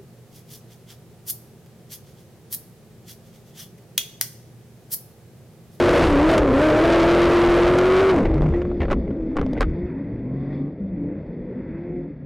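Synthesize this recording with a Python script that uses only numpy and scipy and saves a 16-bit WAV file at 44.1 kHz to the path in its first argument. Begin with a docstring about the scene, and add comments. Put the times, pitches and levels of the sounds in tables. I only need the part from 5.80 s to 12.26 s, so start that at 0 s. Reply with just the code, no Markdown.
"""A racing truck's engine screams and distorts as the truck tumbles on mud, then dies about 2.5 s in.
The body thumps, shudders and knocks to rest while grit patters down and other trucks race on.
Engines are stacks of wavering sines at multiples of their cycle rate; the own engine adds roaring noise.
Landings are damped sines, knocks and grit are filtered ticks, and the far field is banded noise.
A microphone in the cab overloads, squaring off the loud engine and the hardest blows."""
import sys
import numpy as np
from scipy import signal
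from scipy.io import wavfile
from scipy.ndimage import uniform_filter1d

SR = 44100
rng = np.random.default_rng(int(sys.argv[2]) if len(sys.argv) > 2 else 0)


def persist_wave(psi):
    """Save psi, clipped to +-1, as 16-bit WAV."""
    counts = np.round(np.clip(psi, -1, 1) * 32767).astype(np.int16)
    wavfile.write(sys.argv[1], SR, np.atleast_2d(counts).T)


N = 284709
T = np.arange(N) / SR  # seconds

# The truck's own engine. Each row: time in seconds, firing rate in Hz, level in dB.
OWN_REVS = [(0.0, 351.8, -9.5), (0.12, 354.2, -17), (0.23, 340.5, -12.5), (0.29, 304.6, -14),
            (0.36, 274.8, -10.5), (0.5, 331.8, -7.5), (0.54, 323.1, -13.5), (0.61, 304.8, -16.5),
            (0.72, 252.6, -16), (0.8, 293.2, -16.5), (0.85, 313.7, -16), (0.93, 302.5, -14),
            (1.1, 338.1, -9), (1.22, 332.6, -9), (1.34, 345.5, -8), (1.8, 347.5, -7.5),
            (2.05, 366.2, -10.5), (2.25, 385.2, -7.5), (2.3, 384.3, -5.5), (2.34, 353.4, -13.5),
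            (2.4, 278.2, -19.5), (2.46, 243.6, -26.5), (2.52, 200, -64)]
# What surrounds the firing tone, against the engine level.
# Each row: time in seconds, uneven cylinders in dB, octave in dB, roar in dB.
OWN_MIX = [(0.0, 0.5, -31, -2.5), (0.14, 6, -24, 6), (0.25, -2, -16, 2.5), (0.4, -1.5, -3.5, -9),
           (0.47, -10.5, -15.5, -7), (0.53, 2, 1, 0.5), (0.66, 3, -5, -10.5), (0.8, 0, 5.5, 1),
           (1.1, -0.5, -5.5, -6.5), (1.36, -2, -5.5, -8), (1.6, -4, -17, -6), (1.9, -4, -15, -9.5),
           (2.2, -2.5, -10, -9.5), (2.32, -17, -13, -15), (2.4, 1.5, -5.5, -9.5)]
# Firing tone and its overtones. Each row: multiple of the cycle rate, level in dB.
FIRING_ORDERS = [(8, 0.5), (24, -28.5), (32, -21.5)]
# Tones of cylinders that fire unequally. Each row: multiple of the cycle rate, level in dB.
UNEVEN_ORDERS = [(1, -19), (2, -15.5), (3, -15), (4, -15.5), (5, -16), (6, -14.5), (7, -15), (9, -12.5),
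                 (10, -11.5), (11, -6), (12, -15.5), (13, -8), (14, -10.5), (15, -9), (17, -16), (18, -20),
                 (19, -32)]
# Intake and chassis roar. Each row: centre in Hz, filter width in Hz, level in dB.
ROAR_MODES = [(81, 55, -6), (148, 94, -6.5), (420, 263, 2), (1180, 1170, -10.5), (2030, 260, -26.5),
              (8490, 9400, -29)]

# Shudder of the chassis as it tumbles and rocks. Each row: time in seconds, level in dB.
SHUDDER_SWELL = [(0.0, -50), (0.27, -13.5), (0.84, -39), (1.3, -46), (1.51, -20), (2.2, -41), (2.38, -39),
                 (2.52, -15), (2.68, -26), (3.11, -32.5), (3.4, -38), (3.96, -35.5), (4.18, -57.5),
                 (4.4, -50)]
# Heavy landings of the chassis.
# Each row: start in seconds, push in dB, swing in Hz, 60 dB decay in seconds, direction as a sign.
LANDINGS = [(0.281, -12.5, 86, 0.27, 1), (0.399, -9, 68, .14, 1), (.60, -5.5, 55, 0.14, 1),
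            (1.47, -4.5, 77, 0.16, -1), (1.679, -3.5, 40, 0.29, -1), (1.848, -3, 51, 0.069, -1),
            (2.361, -9, 64, .087, -1), (2.437, -8.5, 33, 0.34, 1), (2.536, -13, 40.5, 0.3, -1),
            (2.61, -7.5, 46, 0.19, -1), (2.692, -13, 74, 0.28, 1), (2.849, -22, 81, 0.38, 1),
            (3.003, -9.5, 71, 0.14, -1), (3.048, -14, 42, 0.11, 1), (3.079, -13, 37, 0.065, -1),
            (3.096, -7, 24.2, 0.15, -1), (3.157, -19.5, 60, 0.67, 1), (3.56, -13, 11.8, 0.4, -1),
            (3.596, -17, 53, 0.12, 1), (3.626, -18.5, 87, .2, -1), (3.768, -18, 26, 0.082, -1),
            (3.8, -8.5, 39, 0.32, -1), (3.869, -16, 74, .25, -1), (4.03, -19, 69, 0.16, 1)]
# Panels, clods and loose parts strike the cab. Each row: start in seconds, panel peak in dB,
# panel pitch in Hz, crack in dB against the panel, 60 dB decay of the rattle in seconds.
BLOWS = [(0.239, -6, 1090, -17, 0.045), (0.579, -0.5, 1196, -0.5, 0.046), (1.126, -16, 1290, -18, 0.056),
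         (1.418, -3, 1070, -15, 0.033), (1.986, -6, 1370, 2, .03), (2.453, -22, 2000, -27, 0.069),
         (2.543, -27, 1040, -3, .04), (2.563, -34, 1040, -7, 0.036), (2.582, -30, 1100, -20, 0.042),
         (2.619, -22, 1000, -10, 0.14), (2.66, -27, 1100, -23, 0.035), (2.723, -30, 1020, -18, 0.073),
         (2.738, -26.5, 1920, -16, 0.072), (2.818, -26, 1440, -22, 0.018), (2.852, -29, 1036, -17, .03),
         (2.915, -32, 1100, -25, 0.028), (3.005, -20.5, 2040, -26, 0.065), (3.018, -18, 1850, -30, 0.07),
         (3.03, -25, 1813, -18, 0.064), (3.054, -27, 1000, -25, 0.031), (3.083, -28, 1020, -31, 0.065),
         (3.102, -20.5, 1000, -20, 0.087), (3.111, -13.5, 1220, -13, 0.061), (3.118, -18, 1260, -10, .04),
         (3.129, -8, 1070, -25, 0.027), (3.274, -42, 2000, -25, 0.048), (3.307, -39, 1410, -30, .04),
         (3.558, -38, 990, -8, 0.036), (3.568, -14, 1080, -11.5, 0.045), (3.586, -18, 990, -20, .035),
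         (3.594, -23, 1040, -37, 0.038), (3.614, -15.5, 1100, -12, 0.03), (3.629, -27.5, 1050, -23, .05),
         (3.664, -38, 2200, 4, .03), (3.732, -34.5, 2100, -1, 0.047), (3.753, -38, 2000, -25, 0.037),
         (3.766, -29, 1530, -25, 0.085), (3.776, -26.5, 1990, -25, 0.066), (3.808, -2, 1007, -11, 0.032),
         (3.817, -6, 1240, -18, 0.052)]
# Panel modes rung by every blow. Each row: centre in Hz, width in Hz, gain in dB.
PANEL_MODES = [(764, 180, -6), (1340, 290, -24), (1930, 210, -23.5)]

# The far field swells and draws away.
# Each row: time in seconds, drone in dB, hiss in dB, upper hiss in dB against the hiss.
FAR_SWELL = [(2.3, -16, -44, -14), (2.62, -22.5, -55, -9.5), (2.98, -28.5, -61.5, -6),
             (3.15, -23.5, -61.5, -7), (3.36, -29.5, -62, -13), (3.84, -27.5, -56.5, -10.5),
             (4.3, -31.5, -59.5, -19), (4.5, -31.5, -62, -16), (4.75, -32.5, -57, -9),
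             (4.95, -34, -67, -14.5), (5.3, -32, -62, -18), (5.6, -34, -63, -15.5),
             (6.0, -32.5, -57.5, -19), (6.23, -36, -62.5, -18), (6.46, -35.5, -69.5, -15)]
# Colour of the drone. Each row: frequency in Hz, relative density in dB per Hz before the treble tilt.
FAR_COLOUR = [(18, -41), (30, 0), (108, -6.5), (166, 1.5), (229, -1), (274, 2), (386, -8), (520, -7.5),
              (683, -30), (1290, -44.5)]
# Main modes of the microphone housing. Each row: centre in Hz, filter width in Hz, level in dB.
HOUSING_MODES = [(910, 190, -1), (1620, 760, 0.5), (1985, 260, -1), (2150, 350, -4)]
# Upper modes of the housing. Each row: centre in Hz, filter width in Hz, level in dB.
WHISTLE_MODES = [(3480, 280, 4.5), (4470, 560, -0.5), (5100, 400, -9)]
# Clods and grit raining on the cab. Each row: time in seconds, level in dB.
MUD_SWELL = [(2.3, -26), (2.5, -46), (2.75, -44.5), (2.95, -58.5), (3.3, -64.5), (3.9, -56.5)]

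# Throttle bursts from other trucks, and one low boom of the truck's body near 2.6 s.
# Each row: start in seconds, end in seconds, firing rate (or boom pitch) in Hz at start, middle and end,
# level in dB at start and end.
BURSTS = [(2.44, 2.66, 317.2, 319.3, 320.6, -25, -24.5), (2.68, 3.05, 334, 355, 337, -24, -27.5),
          (2.56, 2.693, 144.3, 151.7, 150.5, -19.5, -15.5), (3.16, 3.348, 231.7, 244.8, 281, -35, -25),
          (3.36, 3.556, 333, 320, 326, -28, -30.5), (3.57, 3.768, 300, 264.4, 239, -25.5, -36.5),
          (3.7, 3.807, 300.3, 301.7, 317, -28, -31), (3.85, 4.146, 305.5, 347.2, 362, -25.5, -38),
          (3.92, 4.303, 193.7, 182.2, 197, -33.5, -44), (4.13, 4.431, 261.4, 285.4, 273, -31, -34.5),
          (4.46, 4.786, 262.4, 248.3, 255, -40, -37.5), (4.8, 5.05, 268.6, 289.5, 308.6, -29.5, -48),
          (5.0, 5.226, 198.3, 187.8, 165, -29.5, -32.5), (5.24, 5.426, 171, 193.4, 226, -27, -40),
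          (5.16, 5.397, 288.4, 288.5, 297, -33, -33.5), (5.36, 5.682, 155.4, 147.8, 136, -37, -45.5),
          (5.74, 5.827, 247.5, 251.5, 290, -38, -30), (5.88, 6.271, 308.8, 352, 345, -39, -33),
          (5.9, 6.449, 151.3, 164, 142, -40.5, -38.5), (6.13, 6.323, 245, 273, 294.5, -38, -39.5)]
# Tone of those bursts. Each row: multiple of the cycle rate, level in dB.
BURST_ORDERS = [(4, -16.5), (5, -22), (6, -22.5), (7, -15.5), (8, -0.5), (9, -24), (10, -23), (12, -18.5),
                (16, -24.5)]
# First lumpy rising pull. Each row: time in seconds, cycle rate in Hz, level in dB.
FIRST_PULL = [(4.17, 34.5, -50), (4.22, 35.06, -44), (4.46, 41.7, -37.5), (4.57, 45.38, -34.5),
              (4.7, 47, -36), (4.89, 48.77, -36.5), (4.95, 50.26, -62)]
# Tone of the first pull. Each row: multiple of the cycle rate, level in dB.
FIRST_PULL_ORDERS = [(1, -18), (2, -22.5), (3, 6), (4, -2.5), (5, -5.5), (6, 0), (7, -28), (8, -14),
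                     (9, -19.5), (10, -22), (11, -30), (12, -18), (13, -21.5), (14, -37), (15, -23.5),
                     (16, -20.5), (17, -36.5), (18, -43.5), (19, -33.5), (20, -47.5), (21, -33), (22, -37),
                     (23, -26.5), (24, -41.5), (25, -27.5), (26, -44)]
# Second lumpy pull at higher revs. Each row: time in seconds, cycle rate in Hz, level in dB.
SECOND_PULL = [(5.5, 57.44, -40), (5.64, 61.76, -40), (5.82, 63.1, -45), (5.86, 64.6, -47)]
# Tone of the second pull. Each row: multiple of the cycle rate, level in dB.
SECOND_PULL_ORDERS = [(1, -18), (2, -19), (3, 2.5), (4, 3), (5, -16), (6, -6.5), (7, -7), (8, -2.5),
                      (9, -19), (10, -21)]

CAB_HZ = 686  # the cab passes engine tones up to here and muffles the rest
CONTACT_HZ = 2700  # a blow lasts long enough to dull what it excites above this
LOW_RING_DB, LOW_RING_SLOPE = -7, 0.48  # low ring of a 0 dB blow; dB per dB of blow
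DRONE_TILT_DB = -1  # per octave above 300 Hz
HOUSING_TOP_HZ = 2610
BURST_ATTACK_S, BURST_RELEASE_S, BURST_WAVER_DB = 0.03, 0.03, 2.5
CLIP_LEVEL, KNEE = 0.2, 18  # overload ceiling; a higher knee number turns the corner harder
COUPLING_HZ, SOFT_HZ, TOP_HZ = 16, 10600, 12800  # bass cut, gentle treble cut, steep treble cut
LEFT_BASS_DB, LEFT_BASS_HZ = -29, 1000


def undb(db):
    """Turn decibels into an amplitude factor."""
    return 10 ** (np.asarray(db) / 20)


def unit(x):
    """Scale a sound to rms 1."""
    return x / np.sqrt(np.mean(x ** 2))


def curves(rows, fade=0.021):
    """Join columns by straight lines; a gate fades over `fade` seconds just outside the ends."""
    s, *columns = np.transpose(rows)
    gate = np.clip(np.minimum(T - s[0], s[-1] - T) / fade + 1, 0, 1)
    return gate, [np.interp(T, s, c) for c in columns]


def band(x, hz, width):
    """Two-pole resonance, gain 1 at the centre."""
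    b, a = signal.iirpeak(hz, hz / width, SR)
    return signal.lfilter(b, a, x)


def ringing(modes):
    """Noise heard through a set of resonances, rms 1."""
    total = 0
    for hz, width, db in modes:
        once = band(rng.standard_normal(N), hz, width)
        total = total + undb(db) * unit(band(once, hz, 2 * width))
    return unit(total)


def walk(rate):
    """Random levels, `rate` new ones a second, smoothed twice; spread near 1."""
    hold = int(SR / rate)
    steps = np.repeat(rng.standard_normal(N // hold + 1), hold)
    return 1.3 * uniform_filter1d(uniform_filter1d(steps, hold), hold)[:N]


def orders(cycle_hz, gain, table, wobble_db, drift):
    """Multiples of the engine cycle; each wavers in level and phase (radians) as firings differ."""
    on = np.flatnonzero(gain > 1e-6)  # only the audible samples
    out = np.zeros(N)
    turn = 2 * np.pi * np.cumsum(cycle_hz[on]) / SR
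    knots = np.arange(0, N + 800, 800)  # a new chance value every 18 ms
    for multiple, db in table:
        chances = rng.standard_normal((2, len(knots)))
        waver, slip = (np.interp(on, knots, chance) for chance in chances)
        phase = round(multiple) * turn + 2 * np.pi * rng.random() + drift * slip
        out[on] += undb(db + wobble_db * waver) * np.sin(phase)
    return np.sqrt(2) * gain * out


def engine():
    """Eight firings a cycle scream; uneven cylinders, an octave and a once-a-cycle roar surround them."""
    gate, (firing_hz, level_db) = curves(OWN_REVS)
    _, (uneven_db, octave_db, roar_db) = curves(OWN_MIX)
    cycle_hz = firing_hz / 8
    gain = gate * undb(level_db)
    tone = orders(cycle_hz, gain, FIRING_ORDERS, wobble_db=2.92, drift=0.3)
    octave = orders(cycle_hz, gain * undb(octave_db), [(16, 0)], wobble_db=2.0, drift=0.5)
    uneven = orders(cycle_hz, gain * undb(uneven_db), UNEVEN_ORDERS, wobble_db=2.5, drift=0.22)
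    cab = signal.cheby1(4, 1, CAB_HZ, fs=SR, output="sos")
    muffled = signal.sosfilt(cab, octave + uneven)
    pulse = 1 + 0.17 * np.cos(2 * np.pi * np.cumsum(cycle_hz) / SR)
    roar = gain * undb(roar_db) * pulse * ringing(ROAR_MODES)
    return tone + muffled + roar


def chassis():
    """Low shudder of the frame and the heavy, damped swing of each landing."""
    gate, (db,) = curves(SHUDDER_SWELL)
    out = gate * undb(db) * ringing([(33.7, 13, 3.5), (67, 38, 1), (105, 25, -11)])
    for start, push_db, hz, t60, direction in LANDINGS:
        t = np.clip(T - start, 0, None)
        swing = np.sin(2 * np.pi * hz * t) * np.exp(-np.log(1000) * t / t60)
        out += np.sign(direction) * undb(push_db) * swing
    return out


def knocks():
    """Each blow's sharp tick and ragged rattle excite a panel, a low ring and a short crack."""
    out, length = np.zeros(N), SR // 4
    t = T[:length]
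    for start, peak_db, hz, crack_db, t60 in BLOWS:
        noise, scatter = rng.standard_normal((2, length))
        # the rattle holds briefly, then dies fast
        fall = np.exp(-np.log(1000) * (t / t60) ** 1.27)
        # contacts come in clumps of about 2 ms
        clumps = np.repeat(scatter[:length // 100 + 1], 100)[:length]
        rattle = noise * fall * undb(3 * clumps)
        rattle[:6] += 2.5  # the sharp tick
        push = signal.lfilter(*signal.butter(2, CONTACT_HZ, fs=SR), rattle)
        panel = band(push, hz, 150.0)
        for mode_hz, width, gain_db in PANEL_MODES:
            panel = panel + undb(gain_db) * band(push, mode_hz, width)
        low = band(band(push, 417.0, 280.0), 536.0, 400.0)
        crack = band(band(rattle * fall, 3000.0, 3000.0), 3300.0, 4000.0)
        low_db = LOW_RING_DB + LOW_RING_SLOPE * peak_db
        layers = ((peak_db, panel), (low_db, low), (peak_db + crack_db, crack))
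        first = int(start * SR)
        for db, layer in layers:
            out[first:first + length] += undb(db) * layer / np.abs(layer).max()
    return out


def field():
    """Far engines blur into a drone whose bands flicker; a thin hiss rings in the microphone housing."""
    gate, (drone_db, hiss_db, whistle_db) = curves(FAR_SWELL)
    colour_hz, density_db = np.transpose(FAR_COLOUR)
    drone = 0
    for centre in 40 * 2 ** np.arange(0, 4.3, 1 / 3):  # third-octave bands
        # wider bands gather more power
        band_db = np.interp(np.log(centre), np.log(colour_hz), density_db) + 10 * np.log10(centre)
        band_db = band_db + 2.5 * walk(14)
        band_db += DRONE_TILT_DB * max(np.log2(centre / 300), 0)
        drone = drone + undb(band_db) * ringing([(centre, centre / 5, 0)])
    hiss = 0
    for hz, width, db in HOUSING_MODES:
        hiss = hiss + undb(hiss_db + 2.0 * walk(25) + db) * ringing([(hz, width, 0)])
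    hiss = signal.sosfilt(signal.cheby1(6, 1, HOUSING_TOP_HZ, fs=SR, output="sos"), hiss)
    hiss += undb(hiss_db + whistle_db + 1.8 * walk(74)) * ringing(WHISTLE_MODES)
    return gate * (undb(drone_db) * unit(drone) + hiss)


def mud():
    """Scattered grit ticks of unequal size ring the panels and the housing."""
    gate, (db,) = curves(MUD_SWELL)
    when, size = rng.random(N), rng.exponential(size=N)
    hits = when < 300 / SR  # about 300 ticks a second
    ticks = hits * undb(4 * np.minimum(size, 3.5))
    ring = 0
    for hz, width, gain_db in [(1150, 610, 11.5), (2080, 220, 8.5), (4240, 2550, -14)]:
        ring = ring + undb(gain_db) * band(band(ticks, hz, width), hz, 2 * width)
    return gate * undb(db) * unit(ring)


def burst(start, end, first_hz, middle_hz, last_hz, first_db, last_db):
    """Pitch bends smoothly through start, middle and end; the level swells, slides, wavers and lets go."""
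    u = np.clip((T - start) / (end - start), 0, 1)
    # a parabola through the three rates
    hz = first_hz * (1 - u) * (1 - 2 * u) + middle_hz * (2 * u) * (2 - 2 * u) + last_hz * u * (2 * u - 1)
    edges = np.minimum((T - start) / BURST_ATTACK_S, (end - T) / BURST_RELEASE_S)
    shape = np.clip(edges + 0.5, 0, 1)  # half open at start and end
    level_db = first_db + (last_db - first_db) * u + BURST_WAVER_DB * walk(20)
    return hz, shape * undb(level_db)


def rivals_and_boom():
    """Other trucks give throttle bursts and two lumpy pulls; one low body boom is built like a burst."""
    out = 0
    for row in BURSTS:
        firing_hz, gain = burst(*row)
        out = out + orders(firing_hz / 8, gain, BURST_ORDERS, wobble_db=1.8, drift=0.3)
    # two pull with rising revs, lumpy enough to hear the whole cycle
    for rows, table in ((FIRST_PULL, FIRST_PULL_ORDERS), (SECOND_PULL, SECOND_PULL_ORDERS)):
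        gate, (cycle_hz, db) = curves(rows)
        out = out + orders(cycle_hz, gate * undb(db), table, wobble_db=1.0, drift=0.2)
    return out


def scene():
    """One microphone capsule hears everything; both channels start alike."""
    mono = engine() + chassis() + knocks() + field() + mud() + rivals_and_boom()
    return np.array([mono, mono])


def record(dry):
    """The input clips with a short knee, a coupling capacitor tilts the flat tops, and treble is cut."""
    x = dry / (1 + np.abs(dry / CLIP_LEVEL) ** KNEE) ** (1 / KNEE)
    x = signal.lfilter(*signal.butter(1, COUPLING_HZ, "high", fs=SR), x)
    x = signal.lfilter(*signal.butter(1, SOFT_HZ, fs=SR), x)
    # the left channel gets a little more bass, the right a little less
    bass = signal.filtfilt(*signal.bessel(2, LEFT_BASS_HZ, fs=SR), x)
    x = x + undb(LEFT_BASS_DB) * np.array([[1], [-1]]) * bass
    return signal.sosfilt(signal.ellip(10, 0.2, 70, TOP_HZ, fs=SR, output="sos"), x)


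dry = scene()
out = record(dry)
persist_wave(out)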